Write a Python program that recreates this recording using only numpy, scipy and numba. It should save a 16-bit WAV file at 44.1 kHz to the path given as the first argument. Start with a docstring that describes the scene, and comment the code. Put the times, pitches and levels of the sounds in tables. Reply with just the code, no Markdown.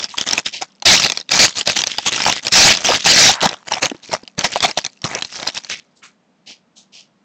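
"""Hands squeeze, tear open and peel a thin plastic card sleeve, close to a small desk microphone.
From the start creases buckle in swarms of ringing clicks, big folds snap and slack panels pop in damped rings.
Four loud tears come in the first half; later the cards are dragged out of the sleeve.
At the end the bare cards slide over each other: grainy noise through two resonances.
Faint reflections and room noise lie under it; the narrow-band microphone overloads on the loudest crumples."""
import sys
import numpy as np
from scipy import signal
from scipy.fft import rfft, irfft
from scipy.io import wavfile
from scipy.ndimage import uniform_filter1d, minimum_filter1d
from numba import njit

SR = 44100
rng = np.random.default_rng(int(sys.argv[2]) if len(sys.argv) > 2 else 0)


def materialize(psi):
    """Save the field psi as 16-bit PCM at rate SR to the path in sys.argv[1].

    A 1-D psi becomes a single channel; in a 2-D psi each row is a channel.
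    """
    bounded = np.clip(np.atleast_2d(psi).T, -1, 1)
    quanta = np.round(bounded * 32767).astype(np.int16)
    wavfile.write(sys.argv[1], SR, quanta)


N = 319284
T = np.arange(N) / SR

# strong, loud pulls that tear and peel the sleeve: (time [s], length [s], start level [dB], end level [dB])
TEARS = [(0.857, 0.064, 6, 0), (1.393, 0.052, -0.5, -3), (2.555, .14, 1.5, 1.5), (3.051, 0.22, -8, 5)]
# squeezes of the fingers, brief or drawn out, that sag while held:
# (time [s], hold [s], start level [dB], low-mid sheet re film [dB])
SQUEEZES = [(0.0, 0.051, -26.5, -4), (0.092, 0.07, -39, -14), (0.176, 0.056, -26.5, -9),
            (0.267, 0.13, -25, -1), (0.463, 0.0091, -17, -32), (0.615, 0.017, -30.5, 3.5),
            (0.955, 0.12, -14, -10.5), (1.098, 0.1, -36, -6), (1.312, 0.07, -13.5, -5.5),
            (1.562, 0.049, -21, -7.5), (1.667, 0.063, -18.5, -7.5), (1.761, 0.049, -19, -11),
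            (1.865, 0.25, -28, -21), (2.064, 0.02, -14, -5.5), (2.121, .12, -20, -6.5),
            (2.264, 0.038, -14, 2), (2.306, 0.086, -25.5, -15), (2.435, 0.048, -30, -0.5),
            (2.526, 0.017, -8.5, -24), (2.786, 0.065, -27.5, -3), (2.848, 0.12, -12.5, -5),
            (2.993, 0.068, -24.5, -26), (3.426, 0.036, -18, 8.5), (3.48, 0.065, -42.5, 14.5),
            (3.674, 0.0053, -32.5, 5.5), (3.709, 0.08, -30, 4), (3.825, 0.033, -17.5, 4),
            (4.031, 0.14, -40.5, -8), (4.121, 0.032, -28, 8.5), (4.387, 0.036, -27, 3),
            (4.446, 0.0046, -8.5, 0.5), (4.521, 0.061, -25, -7), (4.628, 0.028, -11, -5),
            (4.661, 0.039, -30.5, 5), (4.779, 0.0068, -17, -3.5), (5.473, 0.018, -23.5, -2),
            (5.548, 0.037, -28.5, -5.5), (5.697, 0.043, -27.5, -29.5)]
# cards dragged out of the sleeve: (time [s], level [dB], low-mid sheet re film [dB])
DRAG = [(5.02, -67, 0), (5.045, -31.5, 4.5), (5.17, -40, 17.5), (5.28, -43.5, -25), (5.37, -29.5, -2),
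        (5.435, -35.5, 8.5), (5.53, -55, -3), (5.8, -39, -23)]
# facet resonance set by the curve of the free film: (time [s], centre [Hz])
FACET = [(.5, 3270), (1.4, 4560), (2.25, 2800), (2.66, 4550), (2.91, 2580), (3.22, 5070), (3.83, 2300),
         (4.14, 4800), (4.65, 2300), (5.08, 5600), (5.17, 2220), (5.33, 5540), (5.74, 2360)]
# folds and creases snapping through: (time [s], level [dB])
SNAPS = [(0.042, -16), (.184, -13.5), (.212, -12.5), (0.279, -21), (.289, -15), (.31, -13), (.332, -6),
         (.379, -5), (0.391, -17), (0.46, -20.5), (.622, -20), (.823, -23.5), (0.998, -11), (1.046, -2),
         (1.099, -10.5), (1.12, -11.5), (1.174, -15.5), (1.2, -25.5), (1.212, -27), (1.292, -21),
         (1.318, -4), (1.611, -14.5), (1.674, -5), (1.698, -14), (1.79, -12.5), (1.818, -13), (1.838, -11),
         (1.871, -12), (1.912, -31), (1.984, -10.5), (2.162, -17.5), (2.202, -19), (2.22, -15.5),
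         (2.253, -11), (2.325, -8), (2.468, -9.5), (2.482, -14.5), (2.738, -24), (2.75, -15), (2.772, -13),
         (3.044, -18), (3.407, -21), (3.414, -14.5), (3.491, -16), (3.514, -33), (3.54, -29), (3.722, -16),
         (3.737, -15.5), (3.832, -13.5), (3.857, -10.5), (3.899, -24.5), (4.138, -15.5), (4.277, -31),
         (4.391, -12.5), (4.559, -19.5), (4.605, -14.5), (4.712, -19.5), (4.775, -15.5), (4.843, -25.5),
         (4.849, -16.5), (4.864, -18), (5.018, -33), (5.042, -16.5), (5.049, -25), (5.15, -16),
         (5.189, -25), (5.223, -15), (5.248, -21.5), (5.475, -15), (5.576, -19.5), (5.637, -35),
         (5.647, -27.5), (5.699, -17.5), (5.713, -25), (5.732, -25.5)]
# slack panels of film or card popping in or out: (time [s], level [dB], mean pitch [Hz])
POPS = [(0.14, -29, 1060), (.622, -25.5, 850), (0.822, -30, 870), (1.06, -20.5, 720), (1.674, -20, 668),
        (1.983, -22, 800), (2.888, -14, 730), (2.899, -13, 460), (2.918, -15, 1190), (3.06, -13, 787),
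        (3.293, -6.5, 837), (3.43, -16.5, 720), (3.457, -14, 826), (3.458, -16.5, 210), (3.716, -16, 768),
        (3.767, -24, 766), (3.915, -22, 342), (3.945, -35, 253), (4.094, -34.5, 285), (4.136, -16, 710),
        (4.231, -37.5, 300), (4.382, -21.5, 213), (4.558, -12.5, 697), (4.645, -10.5, 782),
        (4.774, -16, 620), (5.043, -20, 178), (5.15, -24.5, 540), (6.504, -45.5, 270)]
# a card sliding in its sleeve or on the stack:
# (time [s], level [dB], stroke before the fade [s], lowest resonance [Hz])
SLIDES = [(0.52, -26, 0.039, 2900), (3.315, -30, 0.12, 970), (5.698, -27.5, 0.032, 2250),
          (5.954, -51.5, 0.017, 4700), (6.018, -40, 0.031, 1435), (6.024, -44.5, 0.034, 4300),
          (6.459, -37, 0.057, 2930), (6.755, -43, 0.041, 3950), (6.92, -41, 0.083, 3160)]
# colour of the crinkling film: (frequency [Hz], gain [dB])
FILM_COLOUR = [(30, -21), (120, -9), (720, -12), (1200, -4.5), (1900, -1), (2800, -2), (4300, -3),
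               (5600, -2), (8500, -7)]
# colour of the swinging sheet: (frequency [Hz], gain [dB])
SHEET_COLOUR = [(30, -20.5), (170, -2), (420, -3.5), (760, 2), (1100, -3), (2000, -4.5), (5000, -24.5)]
# colour of the background noise: (frequency [Hz], gain [dB])
ROOM_COLOUR = [(30, -31.5), (100, -21), (195, 1.5), (370, -12), (560, -11), (850, -15), (7000, -31.5)]

# attack, release and settle times are exponential time constants
TEAR_ATTACK_S, TEAR_RELEASE_S, TEAR_SHEET_DB = 0.0015, 0.022, -8.5
SNAG_DB, SNAGS_PER_S = 3.5, 75
ATTACK_S, RELEASE_S, SAG_DB_PER_S = 0.0045, 0.0076, 23.5
SETTLE_DB, SETTLE_S = -24, 0.07  # the film goes on creaking after a squeeze
JERK_DB, JERKS_PER_S = 2.4, 170
CRACK_S, POP_T60_S = .002, .028
STRAY_DB, SLEEVE_OFF_S = -58.5, 5.75
ROOM_DB = -59
MIC_HZ, TOP_HZ = 7960, 16200
OVERLOAD = .72  # clipping amplitude


def crinkle(crease_db=1.5, rub_db=-5, sheet_db=-1, hollow_db=3, hollow_hz=800, hollow_damping=0.17,
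            drift=.3, thump_db=-17, thump_hz=210):
    """Sparse sharp creases, fine crackle and the hiss of film on film; all of it shakes the sheet."""
    creases = buckles(per_s=170, scatter_db=3.2, ring_t60_s=.005)
    fine = buckles(per_s=2000, scatter_db=1.5, ring_t60_s=0.0037)
    rub = undb(rub_db) * rng.standard_normal(N)
    swarm = undb(crease_db) * creases + fine + rub
    sheet = colour(swarm, SHEET_COLOUR)
    # the sleeve pocket rings hollow, gliding as it opens and closes
    pocket_hz = hollow_hz * np.exp(drift * walk(35))
    sheet = sheet + undb(hollow_db) * resonance(sheet, pocket_hz, hollow_damping)
    # the sparse creases jolt the whole pack with dull thumps
    thumps = unit(resonance(creases, np.full(N, thump_hz, float), 1.))
    film = unit(colour(swarm, FILM_COLOUR)) + undb(thump_db) * thumps
    film_gain, sheet_gain = effort()
    return film_gain * film + undb(sheet_db) * sheet_gain * unit(sheet)


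def buckles(per_s, scatter_db, ring_t60_s):
    """Creases give way one by one at uneven gaps; each cracks and rings its own facet of film."""
    count = int(per_s * N / SR)
    place, strength, sign, facet = rng.random((count, 4)).T
    start = ((np.arange(count) + 2 * place) * N / (count + 2)).astype(np.int64)
    # few strong creases, many weak ones, pushing either way
    size = undb(-scatter_db * np.log(0.075 + strength)) * np.sign(sign - .5)
    facets = rings(start, 1000 + 7000 * facet, np.full(count, ring_t60_s), size, N)
    cracks = np.bincount(start, size, N)
    return unit(unit(facets) + unit(cracks))


def effort():
    """How hard film and sheet are worked: tears, squeezes and the drag add in power."""
    dragging = (T > DRAG[0][0]) * (T < DRAG[-1][0])
    moves = [(undb(curve(DRAG)) * dragging, curve(DRAG, axis=2))]
    # a tear snags and runs on by turns
    snags_db = SNAG_DB * walk(SNAGS_PER_S)
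    for s, length_s, start_db, end_db in TEARS:
        pull = undb(np.interp(T, [s, s + length_s], [start_db, end_db]) + snags_db)
        moves.append((pull * stroke(s, length_s, TEAR_ATTACK_S, TEAR_RELEASE_S), TEAR_SHEET_DB))
    for s, hold_s, db, share_db in SQUEEZES:
        squeeze = stroke(s, hold_s, ATTACK_S, RELEASE_S)
        squeeze = squeeze + undb(SETTLE_DB) * stroke(s, hold_s, ATTACK_S, SETTLE_S)
        sagging_db = db - SAG_DB_PER_S * np.clip(T - s, 0, hold_s)
        moves.append((undb(sagging_db) * squeeze, share_db))
    film = np.sqrt(sum(gain ** 2 for gain, _ in moves))
    sheet = np.sqrt(sum((gain * undb(share_db)) ** 2 for gain, share_db in moves))
    # the film gives way in quick, uneven jerks
    jerks = undb(JERK_DB * walk(JERKS_PER_S))
    return film * jerks, sheet * jerks


def stroke(s, hold_s, attack_s, release_s):
    """The hand takes up the slack, works the film for a while and lets go."""
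    rise = np.minimum(T - s, 0) / attack_s
    fall = np.maximum(T - s - hold_s, 0) / release_s
    return np.exp(rise - fall)


def snaps(tail_s=0.011, tail_db=-17, ring_t60_s=0.013, ring_db=-1, knock_s=0.0071, knock_db=-10):
    """A fold flips with a sharp crack; three facets ring on and the sheet gives a short knock."""
    out, t = np.zeros(N), T[:SR // 16]
    blow = np.sqrt(.004 * SR)  # level = energy spread over 4 ms
    for s, db in SNAPS:
        noise = rng.standard_normal(len(t))
        pitch, push = rng.random((3, 2)).T
        start, t60_s = np.zeros(len(pitch), np.int64), np.full(len(pitch), ring_t60_s)
        facets = rings(start, 2400 + 4100 * pitch, t60_s, np.sign(push - .5), len(t))
        burst = noise * (np.exp(-t / CRACK_S) + undb(tail_db) * np.exp(-t / tail_s))
        crack = colour(burst + undb(ring_db) * facets, FILM_COLOUR)
        knock = colour(noise * np.exp(-t / knock_s), SHEET_COLOUR)
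        snap = crack / np.linalg.norm(crack) + undb(knock_db) * knock / np.linalg.norm(knock)
        add(out, s, blow * undb(db) * snap)
    return out


def strays():
    """Single creases tick faintly for as long as the film is held."""
    ticks = unit(colour(buckles(per_s=85, scatter_db=7, ring_t60_s=.008), FILM_COLOUR))
    return undb(STRAY_DB) * ticks * (T < SLEEVE_OFF_S)


def bend(x, direct_db=-3, main_db=-3, main_damping=0.26, side_db=-1, side_damping=0.088, drift=0.13):
    """Curved film colours every click: a broad facet resonance and three narrow ones that wander."""
    main = resonance(x, curve(FACET), main_damping)
    sides = sum(resonance(x, hz * np.exp(drift * walk(24)), side_damping) for hz in (2700, 4100, 5700))
    return undb(direct_db) * x + undb(main_db) * main + undb(side_db) * sides


def pops(spread_hz=110, flutter_s=0.0079, count=10):
    """A slack panel flips in quick jerks, each at its own tension; finger damping leaves low ones a knock."""
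    out, t = np.zeros(N), T[:SR // 8]
    blow = np.sqrt(.012 * SR)  # level = energy spread over 12 ms
    for s, db, hz in POPS:
        place, tension, push = rng.random((count, 3)).T
        start = (flutter_s * SR * place ** 2).astype(np.int64)
        pitch_hz = hz + spread_hz * (2 * tension - 1)
        ring = rings(start, pitch_hz, np.full(count, POP_T60_S), push - .5, len(t))
        add(out, s, undb(db) * blow * ring / np.linalg.norm(ring))
    return out


def slides(rise_s=0.021, fade_s=0.025, grain_db=2.5, damping=0.65, overtone=1.47, overtone_db=0,
           skirt_db=-12.5):
    """A sliding card swishes grainily in its two lowest resonances and dies away as the thumb stops."""
    out, t = np.zeros(N), T[:SR // 2]
    for s, db, length_s, hz in SLIDES:
        grain = undb(grain_db * unit(uniform_filter1d(rng.standard_normal(len(t)), size=90)))
        friction = grain * rng.standard_normal(len(t))
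        centres = (np.full(len(t), f, float) for f in (hz, hz * overtone))
        lower, upper = (unit(resonance(resonance(friction, f, damping), f, damping)) for f in centres)
        # the stack and the hand add a weak, dull skirt
        skirt = unit(colour(friction, SHEET_COLOUR)) + unit(colour(friction, FILM_COLOUR))
        rub = lower + undb(overtone_db) * upper + undb(skirt_db) * skirt
        envelope = np.minimum(t / rise_s, 1) * np.exp(-np.maximum(t - length_s, 0) / fade_s)
        add(out, s, undb(db) * unit(rub) * envelope)
    return out


def reflections(x, t60_s=0.036, wet_db=-23, gap_s=0.0027):
    """Desk and hands reflect a faint, short tail: convolution with decaying noise."""
    t = T[:SR // 3]
    tail = rng.standard_normal(len(t)) * np.exp(-np.log(1000) * t / t60_s) * (t > gap_s)
    return undb(wet_db) * signal.fftconvolve(x, tail / np.linalg.norm(tail))[:N]


def room_noise():
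    """Steady background hum and hiss: coloured noise, strongest near 200 Hz."""
    return undb(ROOM_DB) * unit(colour(rng.standard_normal(N), ROOM_COLOUR))


@njit
def rings(start, hz, t60_s, size, length):
    """Each grain is a damped oscillation with its own pitch and decay, cut at -60 dB."""
    out = np.zeros(length)
    for k in range(len(start)):
        z = size[k] + 0j
        step = np.exp((2j * np.pi * hz[k] - np.log(1000) / t60_s[k]) / SR)
        for i in range(start[k], min(length, start[k] + int(t60_s[k] * SR))):
            out[i] += z.real
            z *= step
    return out


@njit
def resonance(x, hz, damping):
    """Band-pass whose centre may move every sample; damping is width over centre."""
    y, band, low = np.empty(len(x)), 0., 0.
    for i in range(len(x)):
        g = np.tan(np.pi * min(hz[i], SR / 4) / SR)
        v = (band + g * (x[i] + 1e-18 - low)) / (1 + g * (g + damping))
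        band, low, y[i] = 2 * v - band, low + 2 * g * v, damping * v
    return y


def colour(x, points, size=4096):
    """Minimum-phase filter through (Hz, dB) points; causal, so clicks keep their sharp front."""
    hz, db = np.transpose(points)
    grid_hz = np.linspace(1, SR / 2, size // 2 + 1)
    log_gain = np.log(undb(np.interp(np.log(grid_hz), np.log(hz), db)))
    cepstrum = irfft(log_gain)[:size // 2]
    cepstrum[1:] *= 2
    impulse = irfft(np.exp(rfft(cepstrum, size)))
    return signal.fftconvolve(x, impulse)[:len(x)]


def walk(rate_hz):
    """Random levels held 1 / rate_hz and slewed twice; rms of one."""
    k = int(SR / rate_hz)
    held = np.repeat(rng.standard_normal(N // k + 1), k)
    return unit(uniform_filter1d(uniform_filter1d(held, k), k)[:N])


def curve(table, axis=1):
    """One column of a table, joined by straight lines in time."""
    rows = np.array(table)
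    return np.interp(T, rows[:, 0], rows[:, axis])


def add(out, s, x):
    """Mix a sound in at a time [s]."""
    i = max(int(s * SR), 0)
    out[i:i + len(x)] += x[:N - i]


def undb(db):
    """Decibels to gain."""
    return 10 ** (np.asarray(db) / 20)


def unit(x):
    """Scale to an rms of one."""
    return x / np.sqrt(np.mean(x ** 2))


def low_pass(x, hz, size):
    """Linear-phase low-pass; more taps make it steeper."""
    taps = signal.firwin(size, hz, window="blackman", fs=SR)
    return signal.fftconvolve(x, taps[None], mode="same")


def limit(x, ceiling=0.84, hold_s=0.00042):
    """Very fast limiter: the gain dips around every peak above the ceiling."""
    size = max(int(hold_s * SR), 2)
    gain = minimum_filter1d(ceiling / np.maximum(np.abs(x), ceiling), size)
    return x * uniform_filter1d(gain, size)


def scene():
    """Sleeve and cards with their reflections over room noise."""
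    handling = bend(crinkle() + snaps() + strays()) + pops() + slides()
    return (handling + reflections(handling) + room_noise())[None]


def record(dry):
    """The microphone passes little above 8 kHz; limiting and overload then spray peaks into the treble."""
    limited = limit(low_pass(dry, MIC_HZ, size=75))
    clipped = np.clip(limited, -OVERLOAD, OVERLOAD)
    return low_pass(clipped, TOP_HZ, size=255)


dry = scene()
out = record(dry)
materialize(out)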